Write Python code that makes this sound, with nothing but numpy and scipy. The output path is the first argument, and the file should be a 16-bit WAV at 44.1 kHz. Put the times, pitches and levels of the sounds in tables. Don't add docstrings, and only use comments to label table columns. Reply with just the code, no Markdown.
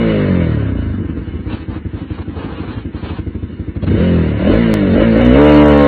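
import sys
import numpy as np
from scipy import signal
from scipy.fft import rfft, irfft, next_fast_len
from scipy.io import wavfile
from scipy.ndimage import uniform_filter1d, map_coordinates

SR = 44100
rng = np.random.default_rng(int(sys.argv[2]) if len(sys.argv) > 2 else 0)


def ratio(d):
    e = np.asarray(d, float) / 20
    return 10 ** e


def output_pcm(signal):
    pcm = np.clip(np.atleast_2d(signal).T, -1, 1) * 32767
    wavfile.write(sys.argv[1], SR, np.round(pcm).astype(np.int16))


N = 258867
T = np.arange(N) / SR
FFT_SIZE = next_fast_len(N)

# (time [s], firing rate [Hz], level [dB])
FALL = [
    (0.0, 57.98, -14.5),
    (0.08, 54.95, -12),
    (0.43, 41.49, -11.5),
    (0.591, 35.45, -15.5),
    (0.79, 28.2, -14.5),
    (0.926, 24.65, -16),
    (1.0, 22.53, -19),
]
# (time of the pressure dip [s], strength [dB])
THUDS = [(1.687, 0), (1.763, -4), (1.857, 0.5), (1.94, 0), (2.02, -2.5), (2.1111, 0), (2.197, -2),
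         (2.283, -1), (2.369, -3.5), (2.448, 0), (2.5244, -2), (2.605, -0.5), (2.687, -3.5), (2.772, -2),
         (2.8574, -1), (2.948, -1), (3.033, -0.05), (3.109, -1.5), (3.193, 1), (3.272, 0.5), (3.3535, 0),
         (3.432, 0.5), (3.505, -9), (3.531, -7), (3.600, 0), (3.685, 0), (3.767, 1), (3.833, 3)]
# (centre [Hz], width [Hz], peak pressure [1], onset after the dip [s])
EXHAUST = [
    (80, 60, -.23, .0003),
    (171, 87, -.17, -.006),
    (305, 65, .133, -.0079),
    (462, 119, .036, -.005),
]
# (time [s], firing rate [Hz], level [dB])
BLIP_1 = [
    (3.9, 29.25, -19),
    (3.958, 35.54, -12.5),
    (4.012, 42.07, -10.5),
    (4.046, 45.14, -11),
    (4.146, 42.2, -11),
    (4.39, 34.54, -14.5),
]
BLIP_2 = [
    (4.4, 36.79, -13),
    (4.448, 39.43, -11.5),
    (4.508, 49.6, -8),
    (4.59, 58.38, -9.5),
    (4.622, 58.24, -12.5),
    (4.93, 44.17, -10),
]
BLIP_3 = [
    (4.94, 45.95, -9.5),
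    (5.008, 53.66, -8),
    (5.055, 57.42, -13),
    (5.15, 54.47, -9.5),
]
FULL_SONG = [
    (5.16, 56.24, -7.5),
    (5.222, 60.63, -8),
    (5.276, 61.04, -6),
    (5.308, 62.1, -6.5),
    (5.394, 73.04, -5.5),
    (5.455, 74.63, -5),
    (5.664, 74, -5),
    (5.87, 70.94, -6.5),
]
REVS = BLIP_1 + BLIP_2 + BLIP_3 + FULL_SONG


def unit(x):
    return x / np.sqrt(np.mean(x ** 2))


def ring(x, hz, width):
    once = signal.butter(1, [hz - width / 2, hz + width / 2], "band", fs=SR, output="sos")
    return signal.sosfilt(once.repeat(2, axis=0), x)


def steady(x, span_s):
    k = int(span_s * SR)
    power = uniform_filter1d(uniform_filter1d(x ** 2, k), k)
    return x / np.sqrt(np.abs(power) + 1e-14)


def walk(rate, size=N):
    k = int(SR / rate)
    held = np.repeat(rng.standard_normal(size // k + 1), k)
    return 1.3 * uniform_filter1d(uniform_filter1d(held, k), k)[:size]


def clicks(times, sizes):
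    place = np.clip(np.asarray(times) * SR, 0, N - 2)
    out, i = np.zeros(N), place.astype(int)
    np.add.at(out, i, sizes * (1 - place + i))
    np.add.at(out, i + 1, sizes * (place - i))
    return out


def swell(hz, width, peak, onset):
    since = np.maximum(np.arange(4096) / SR - .01 - onset, 0)
    decay = np.pi * width * since
    return peak * decay * np.exp(1 - decay) * np.cos(2 * np.pi * hz * since)


def throttle():
    # (time [s], held [s], share [0-1])
    snaps = [
        (3.9, .1, 0.52),
        (4.415, 0.13, 0.96),
        (4.959, 0.0684, 0.93),
        (5.17, 0.045, 0.7),
        (5.34, 0.035, .3),
    ]
    edge_s = 0.04
    return sum(np.interp(T, [s - edge_s, s, s + held, s + held + edge_s], [0, share, share, 0])
               for s, held, share in snaps)


def revving(table, first):
    # (centre [Hz], span [Hz])
    sections = [
        (80, 95),
        (200, 120),
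        (300, 120),
        (540, 300),
        (1000, 500),
    ]
    # (level at 50 firings/s [dB], slope [dB/octave of speed], added on open throttle [dB])
    balance = [
        (-5, -4.5, 3),
        (-5, 3, -2),
        (-10, 3.5, 7),
        (-10.5, 10.5, 3.5),
        (-36.5, 7, 1.5),
    ]
    # (frequency [Hz], level [dB])
    pipe = [(25, -25), (50, -3), (85, 3), (135, -8), (165, 0.1), (195, -2.5), (220, 2), (245, 3),
            (300, 0.1), (370, -5), (440, 0), (600, 1), (670, -4), (740, -8), (970, 3), (1150, -2),
            (2600, -14)]
    # (firing rate [Hz], share [0-1])
    rough_by_speed = [
        (22, .45),
        (32, .42),
        (42, .33),
        (60, .26),
        (73, .15),
    ]
    order_speeds = [30, 43, 55, 61, 67, 73]
    order_db = [
        [-1, 2, 0.1, 1.5, -2, -1, -2, 4, 1, 3, -6, 2, -5, -1, 0.1, -2],
        [-4, -1, 2.5, 5.5, 3, -3, -4, 1, 3, 2, -10, 4, -8, -2, -4, -3],
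        [-2, -3, -0.5, 3, -10, 7, 0.1, 4, 4, 3, -7, -1, -8, -2, -3, -4],
        [-3, 4, -3, 6, -3, -4, -2, -1, -2, -4, -1, -3, -4, -4, -1, -4],
        [-2.5, 3, -3, 4, -8, -11, 5, 6, 0.1, 5, 0.1, -4, 0.1, -1, 10, -14],
        [-1.5, -2, -3, 6.5, -12, 4.5, 0.1, 3.5, 6.5, -5, 10, -9, -1, 6, 11, -20],
    ]
    load_db = [5, 0.1, -2, -1, 8, -2, 0.1, -4, 1, -3, 2, 0.1]
    s, *columns = np.transpose(table)
    span = slice(max(int((s[0] - .02) * SR), 0), int((s[-1] + .02) * SR))
    t, step = T[span], 64
    hz, level_db = (np.interp(t, s, c) for c in columns)
    opening = throttle()[span]
    shares = [ratio(db + slope_db * np.log2(hz / 50) + open_db * opening) ** 2
              for db, slope_db, open_db in balance]
    section_db = [level_db + 10 * np.log10(share / sum(shares)) for share in shares]
    rough = np.clip(np.interp(hz, *np.transpose(rough_by_speed)) + .35 * opening, 0, .8)
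    section_db[-1] = np.maximum(section_db[-1], np.interp(hz, [62, 71], [-60, -28.5]))
    cycles = first + np.cumsum(hz) / SR
    thud_lag = np.unwrap(np.angle(rfft(sum(swell(*mode) for mode in EXHAUST), 16384)))
    lag_hz = np.arange(len(thud_lag)) * SR / 16384

    centres, spans = np.transpose(sections)
    density = np.array(section_db)[:, ::step] - 10 * np.log10(spans)[:, None]
    slow_hz, slow_rough = hz[::step], np.minimum(rough[::step], .35)
    load = uniform_filter1d(1. * (np.gradient(slow_hz) > 0), size=20) * (slow_hz < 70)
    clean, lifts = 0, np.transpose(order_db)
    for k in range(1, 31):
        f = k * slow_hz
        place = np.interp(np.log(f), np.log(centres), np.arange(len(centres)))
        db = map_coordinates(density, [place, np.arange(len(f))], order=1)
        db += np.interp(f, *np.transpose(pipe))
        db += 10 * np.log10(2 * slow_hz)
        db += np.interp(slow_hz, order_speeds, lifts[k - 1]) if k <= len(lifts) else -5
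        if k <= len(load_db):
            db += load_db[k - 1] * load
        db += min(k / 3, 1) * (.6 + 6 * slow_rough) * walk(17 * step, size=len(f))
        lag = np.interp(f, lag_hz, thud_lag)
        lag += np.clip((slow_hz / 50) ** 2, .6, 1.6) * rng.standard_normal()
        turn = 2 * np.pi * k * cycles + np.interp(t, t[::step], lag)
        clean = clean + np.interp(t, t[::step], ratio(db)) * np.cos(turn)

    gas = rng.standard_normal(len(t)) * np.exp(-(cycles % 1) / 0.54)
    roar = sum(ratio(db) * (f / 200) ** .45 * steady(ring(gas, f, .9 * width), .08)
               for (f, width), db in zip(sections[:4], section_db))
    roar = signal.sosfilt(signal.butter(6, 690, fs=SR, output="sos"), roar)
    fade = np.interp(t, [s[0] - .015, s[0], s[-1], s[-1] + 0.02], [0, 1, 1, 0])
    out, phase = np.zeros((2, N))
    out[span] = (np.sqrt(1 - rough ** 2) * clean + rough * roar) * fade
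    phase[span] = cycles % 1
    return out, phase


def rattle(beat):
    # (frequency [Hz], level [dB])
    case_colour = [(540, -22), (700, -9), (790, -9), (980, -1), (1180, -5), (1400, -1), (2150, -3),
                   (2310, -4), (2400, -12), (2600, -8), (2780, -9), (2900, -3), (3050, -10), (3250, -17),
                   (3480, -17), (3600, -11), (3750, -18), (4500, -22)]
    # (level at 50 firings/s [dB], slope [dB/octave of speed], added on open throttle [dB], level at idle [dB])
    law = [
        (-33.5, 9.5, 4, -54.5),
        (-32.5, 11, 2.5, -53),
    ]
    # (time [s], level [dB])
    overrun = [
        (.4, 0),
        (.65, -3),
        (1.0, -4.5),
        (1.3, 0),
    ]
    idle_hz = 12
    idling = [(THUDS[0][0], idle_hz, 0), (THUDS[-1][0], idle_hz, 0)]
    s, speed, _ = np.transpose(FALL + idling + REVS)
    octaves, opening = np.log2(np.interp(T, s, speed) / 50), throttle()
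    mid, treble = (ratio(db + slope_db * octaves + open_db * opening) ** 2 + ratio(idle_db) ** 2
                   for db, slope_db, open_db, idle_db in law)
    bins_hz = np.arange(FFT_SIZE // 2 + 1) * SR / FFT_SIZE
    colour = ratio(np.interp(bins_hz, *np.transpose(case_colour)))
    low, high, shared = 0, 0, walk(25)
    for hz in 640 * 2 ** np.arange(0, 2.9, .25):
        band = unit(ring(rng.standard_normal(N) * beat, hz, hz / 4))
        band = np.sqrt(hz) * ratio(shared + walk(16)) * band
        if hz < 1700:
            low = low + band
        else:
            high = high + band
    low, high = (steady(irfft(rfft(part, FFT_SIZE) * colour, FFT_SIZE)[:N], 0.09) for part in (low, high))
    return np.sqrt(mid) * low + np.sqrt(treble) * ratio(np.interp(T, *np.transpose(overrun))) * high


def murmur(thuds, gust_power):
    start, settled, end = FALL[-1][0], THUDS[0][0], REVS[0][0]
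    pipe_db = -26 + np.interp(T, [start, settled, end - .1, end], [0.5, 0, 0, 8])
    after = signal.lfilter([1], [1, -np.exp(-1 / (0.035 * SR))], thuds)
    puffs = rng.standard_normal(N) * ratio(2.6 * walk(70)) * (.5 + 1.1 * after)
    sound = 1.4 * unit(ring(puffs, 100, 110))
    sound = sound + 1.75 * unit(ring(puffs, 233.9, 160))
    sound = sound + 0.043 * unit(ring(puffs, 450, 93))
    sound = signal.sosfilt(signal.butter(3, 480, fs=SR, output="sos"), sound)
    fade_db = np.interp(T, [start - .2, start - .1, end + 0.078, end + .1], [-40.0, 0, -0.5, -40.5]) - 4.5
    level = np.sqrt(ratio(pipe_db) ** 2 + ratio(6.5) ** 2 * gust_power)
    return ratio(fade_db) * level * unit(sound)


def idle():
    # (time of the pressure dip [s], strength [dB])
    settling = [(1.007, 0.58), (1.032, -7), (1.054, -0.5), (1.097, 0.5), (1.121, -5.5), (1.173, -2),
                (1.19, -5), (1.221, -5), (1.279, -0.2), (1.342, -2), (1.356, -3), (1.398, -2.5),
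                (1.466, -1), (1.483, -6), (1.5336, -3), (1.603, -6.5), (1.628, -8)]
    # (time of the pressure dip [s], strength [dB])
    catching = [
        (3.877, 6),
        (3.912, 7),
        (3.943, 4),
    ]
    catch_db = [0.1, 5, -4, 1]
    # (delay [s], level [dB])
    roadside = [
        (.019, -13),
        (0.037, -12),
        (.052, -20.5),
    ]
    s, db = np.transpose(settling + THUDS + catching)
    *chance, tone = rng.standard_normal((len(s), len(EXHAUST) + 1)).T
    bright_db = -0.15 * db + .6 * tone + 0.1 * (s < THUDS[0][0])
    out = 0
    for k, mode in enumerate(EXHAUST):
        tilt_db = np.sign(k - .5) * np.clip(bright_db, -2, 5)
        mode_db = db + tilt_db + catch_db[k] * (s > THUDS[-2][0]) + .8 * chance[k]
        out = out + signal.fftconvolve(clicks(s - .01, ratio(mode_db)), swell(*mode))[:N]
    out = out + sum(ratio(echo_db) * np.roll(out, int(late * SR)) for late, echo_db in roadside)
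    return out, clicks(s, ratio(db))


def gusts():
    # (time at full strength [s], held [s], time to rise 20 dB [s], level [dB], treble lift [dB])
    blows = [(1.5, .05, 0.04, -32, 1.5), (1.58, .04, 0.2, -38.5, 3), (1.7, 0.078, 0.03, -33.5, -4.5),
             (1.99, 0.035, 0.13, -36, 1), (2.35, 0.06, 0.11, -31.5, -3), (2.44, 0.09, 0.11, -28.5, -6.5),
             (2.57, .11, 0.1, -31, -2), (2.7, .09, 0.1, -32, 3), (2.94, .06, 0.04, -39, 1),
             (3.03, .15, 0.09, -33, 2), (3.42, .02, .03, -45, 2)]
    # (time at full strength [s], held [s], time to rise 20 dB [s], level [dB],
    # treble lift [dB])
    bursts = [
        (2.11, 0.06, 0.077, -38, 4),
        (2.187, 0.004, 0.015, -24, -6),
        (2.22, .002, 0.019, -29, -3),
        (3.754, .02, 0.0093, -39.5, 0.5),
        (3.824, .022, .008, -32.5, -0.5),
        (3.869, .02, .005, -30, 1),
    ]
    fade_s = 0.054
    power = np.zeros((2, N))
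    for s, held, rise, db, treble_db in blows + bursts:
        span = slice(int((s - 2 * rise) * SR), int((s + held + 2 * fade_s) * SR))
        before, after = np.maximum(s - T[span], 0), np.maximum(T[span] - s - held, 0)
        shape = ratio(db - 20 * before / rise - 20 * after / min(rise, fade_s)) ** 2
        power[:, span] += np.outer([1, ratio(treble_db) ** 2], shape)
    return power


def wind(power):
    # (frequency [Hz], level [dB])
    port_colour = [(260, -14.5), (450, 3.5), (592, -9.5), (996, -9), (1660, -14), (2000, -20.5),
                   (2610, -17.5), (4310, -27), (5600, -53.5), (9480, -120)]
    hz = np.arange(FFT_SIZE // 2 + 1) * SR / FFT_SIZE
    points_hz, db = np.transpose(port_colour)
    rush = rfft(rng.standard_normal(N) * ratio(1.8 * walk(60)), FFT_SIZE)
    rush = rush * ratio(np.interp(np.log(hz + 1), np.log(points_hz), db))
    rush = rush * hz ** 4 / (hz ** 4 + 420 ** 4)
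    share = hz ** 4 / (hz ** 4 + 1700 ** 4)
    body, treble = irfft([rush * (1 - share), rush * share], FFT_SIZE)[:, :N]
    body = body + ratio(0.5) * np.std(body) * unit(ring(rng.standard_normal(N), 85, 80))
    blown = np.sqrt(power[0]) * body + np.sqrt(power[1]) * ratio(0.9 * walk(29)) * treble
    return blown / np.std(body + treble)


def bark(phase):
    fired = np.flatnonzero(np.diff(phase) < -.5)
    strength = ratio(2.5 * rng.standard_normal(len(fired))) * throttle()[fired] ** 2
    strikes = clicks(T[fired], strength) + clicks([3.836], ratio(-6))
    crack = swell(572, 110, 1.6, -.01) + 0.75 * swell(270, 90, 2.5, -.006)
    return ratio(-17) * signal.fftconvolve(strikes, crack)[:N]


def overload(sound):
    # (time [s], peak level [dB])
    peaks = [(4.5421, -38.5), (4.5544, -46), (5.1756, -41.5), (5.2155, -40.5), (5.2525, -40.5),
             (5.2649, -35.5), (5.2979, -38.5), (5.3104, -44), (5.3338, -38), (5.3602, -42.5), (5.3857, -43),
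             (5.4231, -47.5), (5.437, -41), (5.45, -36), (5.4635, -36.5), (5.4774, -38), (5.4904, -40.5),
             (5.5044, -38.5), (5.5209, -40.5), (5.5443, -34.5), (5.5613, -38.5), (5.5742, -38.5),
             (5.5854, -44), (5.6017, -43), (5.6151, -39.5), (5.6421, -38.5), (5.66, -35), (5.6825, -32.5),
             (5.6964, -38.5), (5.7074, -42.5), (5.7194, -35.5), (5.7374, -41), (5.7443, -36),
             (5.7643, -41.5), (5.7778, -34), (5.7904, -41), (5.8024, -45), (5.8162, -41.5), (5.8301, -39),
             (5.8444, -35.5)]
    tick_s, tick_db, flat_s, fizz_s = .00009, 24.5, .0004, .0025
    s, db = np.transpose(peaks)
    size, chance = ratio(db + tick_db + 15), rng.random((len(s), 3)).T
    decay, fizz_decay, ticks = np.exp(-1 / (tick_s * SR)), np.exp(-1 / (fizz_s * SR)), 0
    for k, top_hz in enumerate([8000, 11000, 13500]):
        own = size * ((3 * chance[2]).astype(int) == k)
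        corners = clicks(s + 0.0012, own) + clicks(s + .001 + flat_s * (.3 + chance[0]), own * chance[1])
        corners = corners + 0.3 * np.roll(corners, -140)
        fizz = 0.06 * signal.filtfilt([1], [1, -fizz_decay], corners) / (fizz_s * SR)
        fizz = fizz * rng.standard_normal(N)
        tick = signal.filtfilt([1 - decay], [1, -decay], corners + fizz)
        ticks = ticks + signal.sosfiltfilt(signal.butter(5, top_hz, fs=SR, output="sos"), tick)
    grit = ratio(-55) * np.minimum(np.abs(sound), .45) ** 1.5 * rng.standard_normal(N)
    grit = signal.sosfilt(signal.butter(3, 5500, fs=SR, output="sos"), grit)
    hiss = signal.lfilter([1], [1, -.8], rng.standard_normal(N))
    above = signal.butter(4, 4700, "high", fs=SR, output="sos")
    return signal.sosfiltfilt(above, ticks + grit) + ratio(-96) * hiss


def starve(x):
    f, _, z = signal.stft(x, SR, nperseg=2304)
    power = np.abs(z) ** 2 + 1e-20
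    around = np.abs(uniform_filter1d(power, size=9, axis=0)) + 1e-16
    contrast = np.minimum(power / around, 9) ** .4
    patches = np.kron(rng.standard_normal((len(f) // 8 + 1, z.shape[1] // 2 + 1)), np.ones((8, 2)))
    patches = patches[:len(f), :z.shape[1]]
    depth = np.clip((f[:, None] - 900) / 2500, 0, 1)
    patch_db = depth * (2.5 * patches - 12 * (patches < -1.3))
    gain = np.where(f[:, None] > 720, contrast * ratio(patch_db), 1)
    treble_db = 10 * np.log10(power[(f > 3000) & (f < 4200)].mean(axis=0))
    lift_db = treble_db - uniform_filter1d(treble_db, size=30)
    scatter = uniform_filter1d(rng.standard_normal(len(lift_db)), size=2) * 1.4
    top_hz = 4470 + 25 * lift_db + 170 * scatter
    return signal.istft(z * gain * (f[:, None] < top_hz), SR, nperseg=2304)[1][:N]


def scene():
    fall, fall_phase = revving(FALL, first=.3)
    blips, blip_phase = revving(REVS, first=0.1003)
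    thump, thuds = idle()
    blowing = gusts()
    tick = signal.lfilter([1], [1, -np.exp(-1 / (0.007 * SR))], thuds)
    revved_beat = 1 + 0.26 * np.exp(-(fall_phase + blip_phase) / 0.56)
    beat = np.where((T < 1) | (T > 3.9), revved_beat, 0.58 + .5 * tick)
    engine = fall + blips + bark(blip_phase) + thump + murmur(thuds, blowing[0])
    return (engine + rattle(beat) + wind(blowing))[None]


def low_pass(x):
    return signal.sosfilt(signal.butter(12, 15700, fs=SR, output="sos"), x)


def record(dry):
    air = signal.sosfiltfilt(signal.butter(3, 44, "high", fs=SR, output="sos"), dry[0])
    rounded = air / (1 + np.abs(air) ** 8) ** (1 / 8)
    narrow = signal.ellip(9, .2, 50, 4700, fs=SR, output="sos")
    sound = signal.sosfiltfilt(narrow, starve(rounded))
    since = T - 4.7405
    jump = ratio(-4) * np.where(since > 0, .4, -.9)
    sound = sound + (jump - sound) * np.exp(-np.abs(since) / .0007)
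    mix = (np.clip(sound, -1, 1) + overload(sound))[None]
    return low_pass(mix)


dry = scene()
out = record(dry)
output_pcm(out)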